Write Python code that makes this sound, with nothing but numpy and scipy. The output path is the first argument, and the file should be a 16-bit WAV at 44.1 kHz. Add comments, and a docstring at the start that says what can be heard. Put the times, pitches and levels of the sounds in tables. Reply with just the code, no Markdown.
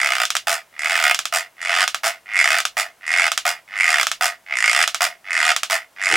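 """A plastic creak opens the scene: a hot glue gun is squeezed nine times in a small, quiet room.
Each squeeze creaks because the feed, the part that pushes the glue stick, keeps sticking and slipping;
some end in one hard, clicking slip. Between squeezes the trigger clicks as the finger eases off, and
a spring drags the feed back in a short rasp. Something softly bumps the craft table at the end."""
import sys
import numpy as np
from scipy import signal
from scipy.fft import rfft, irfft
from scipy.io import wavfile
from scipy.ndimage import uniform_filter1d, minimum_filter1d

SR = 44100
rng = np.random.default_rng(int(sys.argv[2]) if len(sys.argv) > 2 else 0)


def output_pcm(signal):
    """Save a mono or channel-first signal as 16-bit PCM at the path in sys.argv[1].

    Samples are clipped to [-1, 1] before scaling.
    """
    pcm = np.clip(np.atleast_2d(signal).T, -1, 1) * 32767
    wavfile.write(sys.argv[1], SR, np.round(pcm).astype(np.int16))


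N = 271950
FILTER_HZ = np.fft.rfftfreq(8192, 1 / SR)

# One row for each squeeze. The "bite" is the moment the feed takes hold of the glue stick.
# start_s, bite_s, end_s, bite_slips_per_s, middle_slips_per_s, end_slips_per_s, pressure_build_s,
# creep_db, squeak_db, knock_db, tick_db, squeak_change_db, end_treble_db
SQUEEZES = [ (-0.15, -0.068, 0.234, 74.7, 67.4, 58.6, 0.011, 0, -26.5, -25, -30, -5.5, -1),
            (0.727, 0.793, 1.111, 72, 87.7, 63.4, 0.15, -6, -22, -23.5, -25, -3.5, 0),
            (1.568, 1.616, 1.839, 89, 85, 92.6, 0.13, -8, -20.5, -21, -26.5, -4.5, -9),
            (2.259, 2.336, 2.586, 103.4, 57.8, 97, 0.017, 2.5, -19.5, -24, -27, -8.5, -3),
            (3.01, 3.066, 3.279, 76, 90, 80, .036, -3, -20.5, -23, -27.5, -4, -8.5),
            (3.678, 3.767, 4.012, 100, 81.6, 71, .02, 3, -20.5, -23.5, -26.5, -8.5, -4),
            (4.464, 4.555, 4.839, 58.6, 52, 86, 0.017, 10, -21.5, -23.5, -24.5, -5, -7),
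            (5.244, 5.307, 5.517, 89, 80, 79, 0.049, 1, -18.5, -21.5, -25.5, -8, -9),
            (5.963, 6.016, 6.155, 99, 98.5, 63, 0.044, -2.5, -20, -19.5, -24, -4, -10), ]


def squeeze_creaks():
    """The feed creeps faintly over the stick, bites, and knocks harder as pressure builds."""
    # tone of a slip knocking on the shell: pitch_hz, level_db
    knock_tone = [(30, -53), (300, -36.5), (480, -25.5), (660, -3), (850, -4.5), (1050, -9.5), (1250, 4),
                  (1700, 0.5), (2050, -6), (2700, -1), (4000, -11), (5200, -9), (8000, -26), (15500, -20)]
    # each group of three is (squeak, knock, tick)
    creep_end_db, creep_rise_db_per_s = (-13, -15, -27.5), (257, 234, 369)
    bite_db = (-11.5, -21, -11.5)  # compared with full pressure
    first_slips_per_s, knock_build_s = 92, 0.064
    knock_growth_db, tick_growth_db = 2.5, 1.5
    strokes = []
    for start, bite, end, early, middle, late, build_s, creep_db, *levels, change_db, _ in SQUEEZES:
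        full_db, slips = np.array(levels), []
        for s, stuck_s in slip_times(start, bite - 1 / early, [first_slips_per_s, early], jitter=0.06):
            fade_in_db = np.multiply(creep_rise_db_per_s, s - bite)
            slips.append((s, stuck_s, *(full_db + creep_db + creep_end_db + fade_in_db)))
        for s, stuck_s in slip_times(bite, end, [early, middle, late], jitter=0.06):
            build_db = bite_db * np.exp((bite - s) / np.array([build_s, knock_build_s, build_s]))
            progress = (s - bite) / (end - bite)
            drift_db = np.array([change_db, knock_growth_db, tick_growth_db]) * progress
            slips.append((s, stuck_s, *(full_db + build_db + drift_db)))
        strokes.append([slip for slip in slips if slip[0] >= 0])
    return stick_slip(strokes, knock_tone, squeak_db=-3.0, knock_db=-1.0, tick_db=-3.5, squeak_hz=2021,
                      knock_s=0.0045, tick_s=0.0013, knock_snap=0.11, tick_snap=0.42,
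                      force_spread_db=1.82, squeak_spread_db=2.5, tick_spread_db=2.5)


def brighten_with_pressure(creaks):
    """Some squeezes tick more brightly than others, and each brightens as pressure builds."""
    treble = signal.sosfiltfilt(signal.butter(4, 11000, "high", fs=SR, output="sos"), creaks)
    growth_db, points = 8.5, []
    for _, bite, end, *_, end_db in SQUEEZES:
        points += [(bite, end_db - growth_db), (end, end_db)]
    treble_db = np.interp(np.arange(N) / SR, *np.transpose(points))
    return creaks + treble * (gain(treble_db) - 1)


def spring_rasps():
    """The spring snatches the feed back: a quick rise, a short hold, then the rasp dies away."""
    # each pull back: start_s, hold_s, first_slips_per_s, last_slips_per_s, squeak_db, knock_db, tick_db
    pulls = [ (0.471, 0.05, 88, 72.5, -34.5, -21, -23.5), (1.325, 0.043, 86.3, 96, -33, -22.5, -24),
             (2.034, 0.033, 117, 87, -34, -20.5, -25), (2.769, 0.026, 110, 75, -31, -21.5, -24),
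             (3.453, 0.026, 81, 86, -31, -20, -23), (4.21, .044, 92, 92, -32, -21, -23.5),
             (5.007, 0.027, 92.7, 73.8, -32.5, -19.5, -22.5), (5.699, 0.031, 101, 67, -29, -21, -23.5), ]
    # tone of the knocks on the way back: pitch_hz, level_db
    rasp_tone = [(30, -46), (300, -36), (500, -25), (660, -2), (830, -4.5), (1050, -8), (1250, 1),
                 (1700, -3.5), (2700, -7), (4000, -16), (5100, -11.5), (8000, -24.5), (16000, -24)]
    length_s, rise_s = 0.145, 0.0067
    # each group of three is (squeak, knock, tick)
    start_db, fall_delay_s, fall_db_per_s = (-4, 0, -11), (0.018, 0.00067, 0.013), (274, 308, 531)
    strokes = []
    for start, hold_s, early, late, *full_db in pulls:
        slips = []
        for t, stuck_s in slip_times(0, length_s, [early, late], jitter=0.1):
            rise_db = np.multiply(start_db, max(1 - t / rise_s, 0))
            fall_db = fall_db_per_s * np.maximum(t - hold_s - np.array(fall_delay_s), 0)
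            slips.append((start + t, stuck_s, *(full_db + rise_db - fall_db)))
        strokes.append(slips)
    return stick_slip(strokes, rasp_tone, squeak_db=-1.5, knock_db=-1.46, tick_db=-1.4, squeak_hz=1980,
                      knock_s=0.0059, tick_s=0.0022, knock_snap=0.14, tick_snap=0.36,
                      force_spread_db=1.1, squeak_spread_db=1.3, tick_spread_db=0.5)


def slip_times(start_s, end_s, slips_per_s, jitter):
    """The grip lets go at nearly even steps along the stick. Gives pairs of time_s, stuck_s."""
    t = np.linspace(start_s, end_s, num=50)
    pace = np.interp(t, np.linspace(start_s, end_s, len(slips_per_s)), np.maximum(slips_per_s, 30))
    travel = np.r_[0, np.cumsum((pace[1:] + pace[:-1]) / 2 * np.diff(t))]
    steps = np.linspace(0, travel[-1], round(travel[-1]) + 1)
    steps[1:-1] += jitter * rng.standard_normal(size=60)[:len(steps[1:-1])]
    return zip(np.interp(steps, travel, t), 1 / np.interp(steps, travel, pace))


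def stick_slip(strokes, knock_tone, squeak_db, knock_db, tick_db, squeak_hz, knock_s, tick_s,
               knock_snap, tick_snap, force_spread_db, squeak_spread_db, tick_spread_db):
    """Every slip gives a brief squeak, a knock on the shell and a tick, each varied a little by chance."""
    # tone of the squeak: pitch_hz, level_db
    squeak_tone = [(30, -32.5), (400, -31.5), (1000, -4), (1600, -0.5), (2100, -5), (2800, 4.5),
                   (4000, -21.5), (16000, -68)]
    # tone of the tick: pitch_hz, level_db
    tick_tone = [(30, -87), (2000, -18.5), (4000, -7), (5200, -1), (6200, -5), (7700, -2), (9500, -6.5),
                 (11500, -11.5), (14800, -17.5), (16500, -55)]
    squeaks, knocks, ticks = np.zeros((3, N))
    for slips in strokes:
        chances = rng.standard_normal(size=(60, 6)).clip(-1.6, 1.6)
        for (s, stuck_s, squeak_level, knock_level, tick_level), chance in zip(slips, chances):
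            size, pitch, length, hard, sharp, clear = chance
            force = np.sqrt(stuck_s * SR) * gain(force_spread_db * size)  # a long hold stores more energy
            squeak_gain = force * gain(squeak_level + squeak_db + squeak_spread_db * clear)
            knock_gain = force * gain(knock_level + knock_db + hard / 2)
            tick_gain = force * gain(tick_level + tick_db + tick_spread_db * sharp)
            add(squeaks, s, squeak_gain * squeak(squeak_hz * (1 + 0.035 * pitch), np.exp(length / 10)))
            add(knocks, s, knock_gain * contact(knock_s, knock_snap))
            add(ticks, s, tick_gain * contact(tick_s, tick_snap))
    return shape_tone(squeaks, squeak_tone) + shape_tone(knocks, knock_tone) + shape_tone(ticks, tick_tone)


def squeak(pitch_hz, stretch):
    """The feed sings for about seven vibrations while it slides."""
    cycles = pitch_hz * np.arange(500) / SR
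    fade = np.exp(-(cycles / (7 * stretch)) ** 4)
    return unit_energy(np.sin(2 * np.pi * cycles) * fade)


def contact(decay_s, snap):
    """A sharp snap and a short spray of tiny slips that stops as the surfaces grip again."""
    t = np.arange(700) / SR
    spray = unit_energy(rng.standard_normal(len(t)) * np.exp(-(t / decay_s) ** 2))
    spray[0] += snap
    return unit_energy(even_out(spray, width_bins=24))


def plastic_shell(sound):
    """The gun's hollow plastic shell rings on after every contact."""
    # ringing notes of the shell: pitch_hz, width_hz, level_db
    notes = [(460, 51, 2.5), (693.6, 55, 5.5), (1248, 34, -1.5), (1461, 72, -1), (2075, 18, -8),
             (2148, 19, -0.5), (2416, 87, -1.5), (2530, 42, -5), (2890, 100, -7.5), (3465, 100, 2),
             (4964, 82, -1.5), (7060, 67, -8)]
    power = 1 + sum((gain(db) ** 2 + 2 * gain(db)) / (1 + (2 * (FILTER_HZ - hz) / width_hz) ** 2)
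                    for hz, width_hz, db in notes)
    return signal.oaconvolve(sound, make_filter(np.sqrt(power)))[:N]


def plastic_clicks(boost_db, decay_s, snap):
    """Sharp clicks: the hard last slip of some squeezes, and the trigger snapping between squeezes."""
    # each click: start_s, level_db, extra_handle_db
    clicks = [(0.253, -4.5, -17), (0.304, -4, -9), (0.353, -8.5, 5), (0.367, -3.5, -18),
              (1.146, -3.5, -7.5), (1.191, -5.5, -6), (1.255, -6.5, -6.5), (1.878, -4.5, -2.5),
              (1.946, -9.5, 4), (2.603, -8.5, 1), (2.653, -4.5, -2), (3.318, -5, -1), (3.377, -3, -7),
              (4.031, -6, 0), (4.069, -4, -3), (4.116, -5.5, -4.5), (4.877, -4, -1), (4.946, -5, -3),
              (5.564, -3.5, -4.5), (5.633, -5.5, -2.5)]
    # tone of the snap: pitch_hz, level_db
    click_tone = [(30, -22.5), (130, -28), (300, -27), (520, -19.5), (680, -17.5), (1000, -8.5), (1400, 0),
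                  (2100, 0), (3000, 1), (3480, 3.5), (4300, -3.5), (5400, 2), (8000, -3), (15500, -22.5)]
    # tone of the hollow handle: pitch_hz, level_db
    handle_tone = [(30, -45), (400, -41.5), (680, -6), (1000, -18.5), (1250, 1.5), (1600, -6.5),
                   (2200, -11), (16000, -31.5)]
    head_on, all_round, knocks = np.zeros((3, N))
    for s, db, extra_handle_db in clicks:
        strength = gain(db + boost_db)
        add(head_on, s, strength * contact(decay_s, snap))
        add(all_round, s, [strength])  # summed over all directions, the spray has a smooth tone
        add(knocks, s, [strength * gain(extra_handle_db)])
    handle = shape_tone(knocks, handle_tone)
    return shape_tone(head_on, click_tone) + handle, shape_tone(all_round, click_tone) + handle


def table_bumps():
    """Dull bumps make the table top ring with its low notes."""
    # each bump: start_s, level_db
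    bumps = [(6.101, -41), (6.112, -38), (6.126, -27), (6.147, -32)]
    # notes of the table top: pitch_hz, level_db, ring_s (time to fade by 60 dB)
    notes = [(108, -9, 0.2), (182.6, -6, 0.13), (328, 10, 0.064), (452, 11.5, 0.067), (760, 9, 0.12)]
    t, out = np.arange(SR // 4) / SR, np.zeros(N)
    ring = sum(gain(db - 60 * t / ring_s) * np.sin(2 * np.pi * hz * t) for hz, db, ring_s in notes)
    soft_start = 1 - np.exp(-t / 0.0084)
    for s, db in bumps:
        add(out, s, gain(db) * ring * soft_start)
    return out


def room_echo(sound, stereo_width):
    """Near walls answer after 2 ms and fade fast; the echo pattern shifts as the hand moves."""
    # how long the room rings: pitch_hz, ring_s (time to fade by 60 dB)
    ring_times = [(200, 0.47), (600, 0.068), (1400, 0.12), (3700, 0.13), (10000, 0.12), (16000, 0.15)]
    # strength of the echo compared with the direct sound: pitch_hz, level_db
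    echo_tone = [(300, -2.5), (700, -5), (1400, -9), (2500, -2), (5000, -4.5), (12000, -6.5)]
    hz, t, noise = signal.stft(rng.standard_normal((3, 3, SR // 4)), SR, nperseg=256)
    fade = gain(-60 * t / curve_at(ring_times, hz)[:, None])
    tails = signal.istft(noise * fade, SR, nperseg=256)[1]
    tails = np.pad(even_out(tails, width_bins=50), ((0, 0), (0, 0), (90, 0)))  # 90 samples is 2 ms
    sent = signal.oaconvolve(sound, make_filter(gain(curve_at(echo_tone, FILTER_HZ))))[:N]
    shift_hz = 2.5
    turns = np.arange(N) / SR * shift_hz
    out = np.zeros((2, N))
    for k, (shared, left, right) in enumerate(tails):
        # the three patterns take turns while their total power stays the same
        share = np.sqrt(2 / len(tails)) * np.cos(2 * np.pi * (turns + k / len(tails)))
        pair = np.array([unit_energy(shared + stereo_width * side) for side in (left, right)])
        out += signal.oaconvolve((sent * share)[None], pair, axes=1)[:, :N]
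    return out


def place_in_stereo(sound):
    """The gun sits a little to the right of two closely spaced microphones."""
    # how much louder the left side is: pitch_hz, left_minus_right_db
    balance = [(100, -2), (380, 3), (700, 0), (1290, -3.5), (2380, -2), (4400, -0.5), (8100, -2.5),
               (15000, 1)]
    # how far the left wave runs ahead: pitch_hz, lead_radians
    left_lead = [(100, -0.54), (860, -0.43), (1810, -0.23), (2150, -0.51), (2410, 0.63), (2670, -0.24),
                 (7500, -0.14)]
    hz = np.fft.rfftfreq(N, 1 / SR)
    left = gain(curve_at(balance, hz) / 2) * np.exp(0.5j * curve_at(left_lead, hz))
    return irfft(rfft(sound) * np.array([left, 1 / left]), N)


def room_hush(level_db):
    """The faint, steady noise of the room, nearly the same in both ears."""
    # tone of the hush: pitch_hz, level_db
    hush_tone = [(30, -10), (100, -3.5), (150, -3), (260, -4), (400, -2.5), (700, 2.5), (2000, -1),
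                 (4000, -8), (10000, -9.5), (16000, -14)]
    tone_gains = gain(curve_at(hush_tone, np.fft.rfftfreq(N, 1 / SR)))
    noise = irfft(rfft(rng.standard_normal((2, N))) * tone_gains, N)
    middle, side = noise / noise.std() * gain(level_db)
    return np.array([middle + side / 4, middle - side / 4])


def gain(db):
    """Turns decibels into a number to multiply by."""
    return 10 ** (np.asarray(db) / 20)


def curve_at(points, hz):
    """Reads between a table's points, with pitch spaced in octaves."""
    pitches, values = np.transpose(points)
    return np.interp(np.log(hz + 1), np.log(pitches + 1), values)


def add(mix, start_s, sound):
    """Lays a sound into the mix."""
    part = mix[max(round(start_s * SR), 0):][:len(sound)]
    part += sound[:len(part)]


def unit_energy(sound):
    """Scales a sound to an energy of 1."""
    return sound / np.sqrt(np.sum(sound ** 2) + 1e-20)


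def make_filter(gains):
    """The quickest-acting filter that has these gains from low pitch to high."""
    log_gain = np.log(np.maximum(np.r_[gains, gains[-2:0:-1]], 1e-5))
    spectrum = np.exp(np.conj(signal.hilbert(log_gain)))
    return np.fft.ifft(spectrum).real[:4096]


def shape_tone(pulses, tone):
    """Gives plain pulses the tone set out in a table."""
    tone_filter = make_filter(gain(curve_at(tone, FILTER_HZ)))
    return signal.oaconvolve(pulses, unit_energy(tone_filter))[:N]


def even_out(burst, width_bins):
    """Evens out a burst of noise so that no broad range of pitches stands out."""
    spectrum = rfft(burst, 2 * burst.shape[-1])
    smooth_power = uniform_filter1d(abs(spectrum) ** 2, size=width_bins, axis=-1)
    return irfft(spectrum / np.sqrt(abs(smooth_power) + 1e-12))[..., :burst.shape[-1]]


def scene():
    """Creaks and rasps ring through the shell, then join the clicks and bumps in the room."""
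    feed = brighten_with_pressure(squeeze_creaks()) + spring_rasps()
    feed_and_table = plastic_shell(feed) + table_bumps()
    clicks_head_on, clicks_all_round = plastic_clicks(boost_db=11.0, decay_s=0.002, snap=0.42)
    echo = room_echo(feed_and_table + clicks_all_round, stereo_width=0.43)
    return place_in_stereo(feed_and_table + clicks_head_on + echo) + room_hush(level_db=-56.5)


def record(dry):
    """A quick limiter turns down peaks that pass full scale; then the highest treble is cut."""
    allowed = 1 / np.maximum(abs(dry).max(0), 1)
    volume = uniform_filter1d(minimum_filter1d(allowed, size=91), size=91)
    treble_cut = signal.firwin(255, cutoff=16200, window=("kaiser", 8), fs=SR)
    return signal.oaconvolve(dry * volume, treble_cut[None], "same")


dry = scene()
out = record(dry)
output_pcm(out)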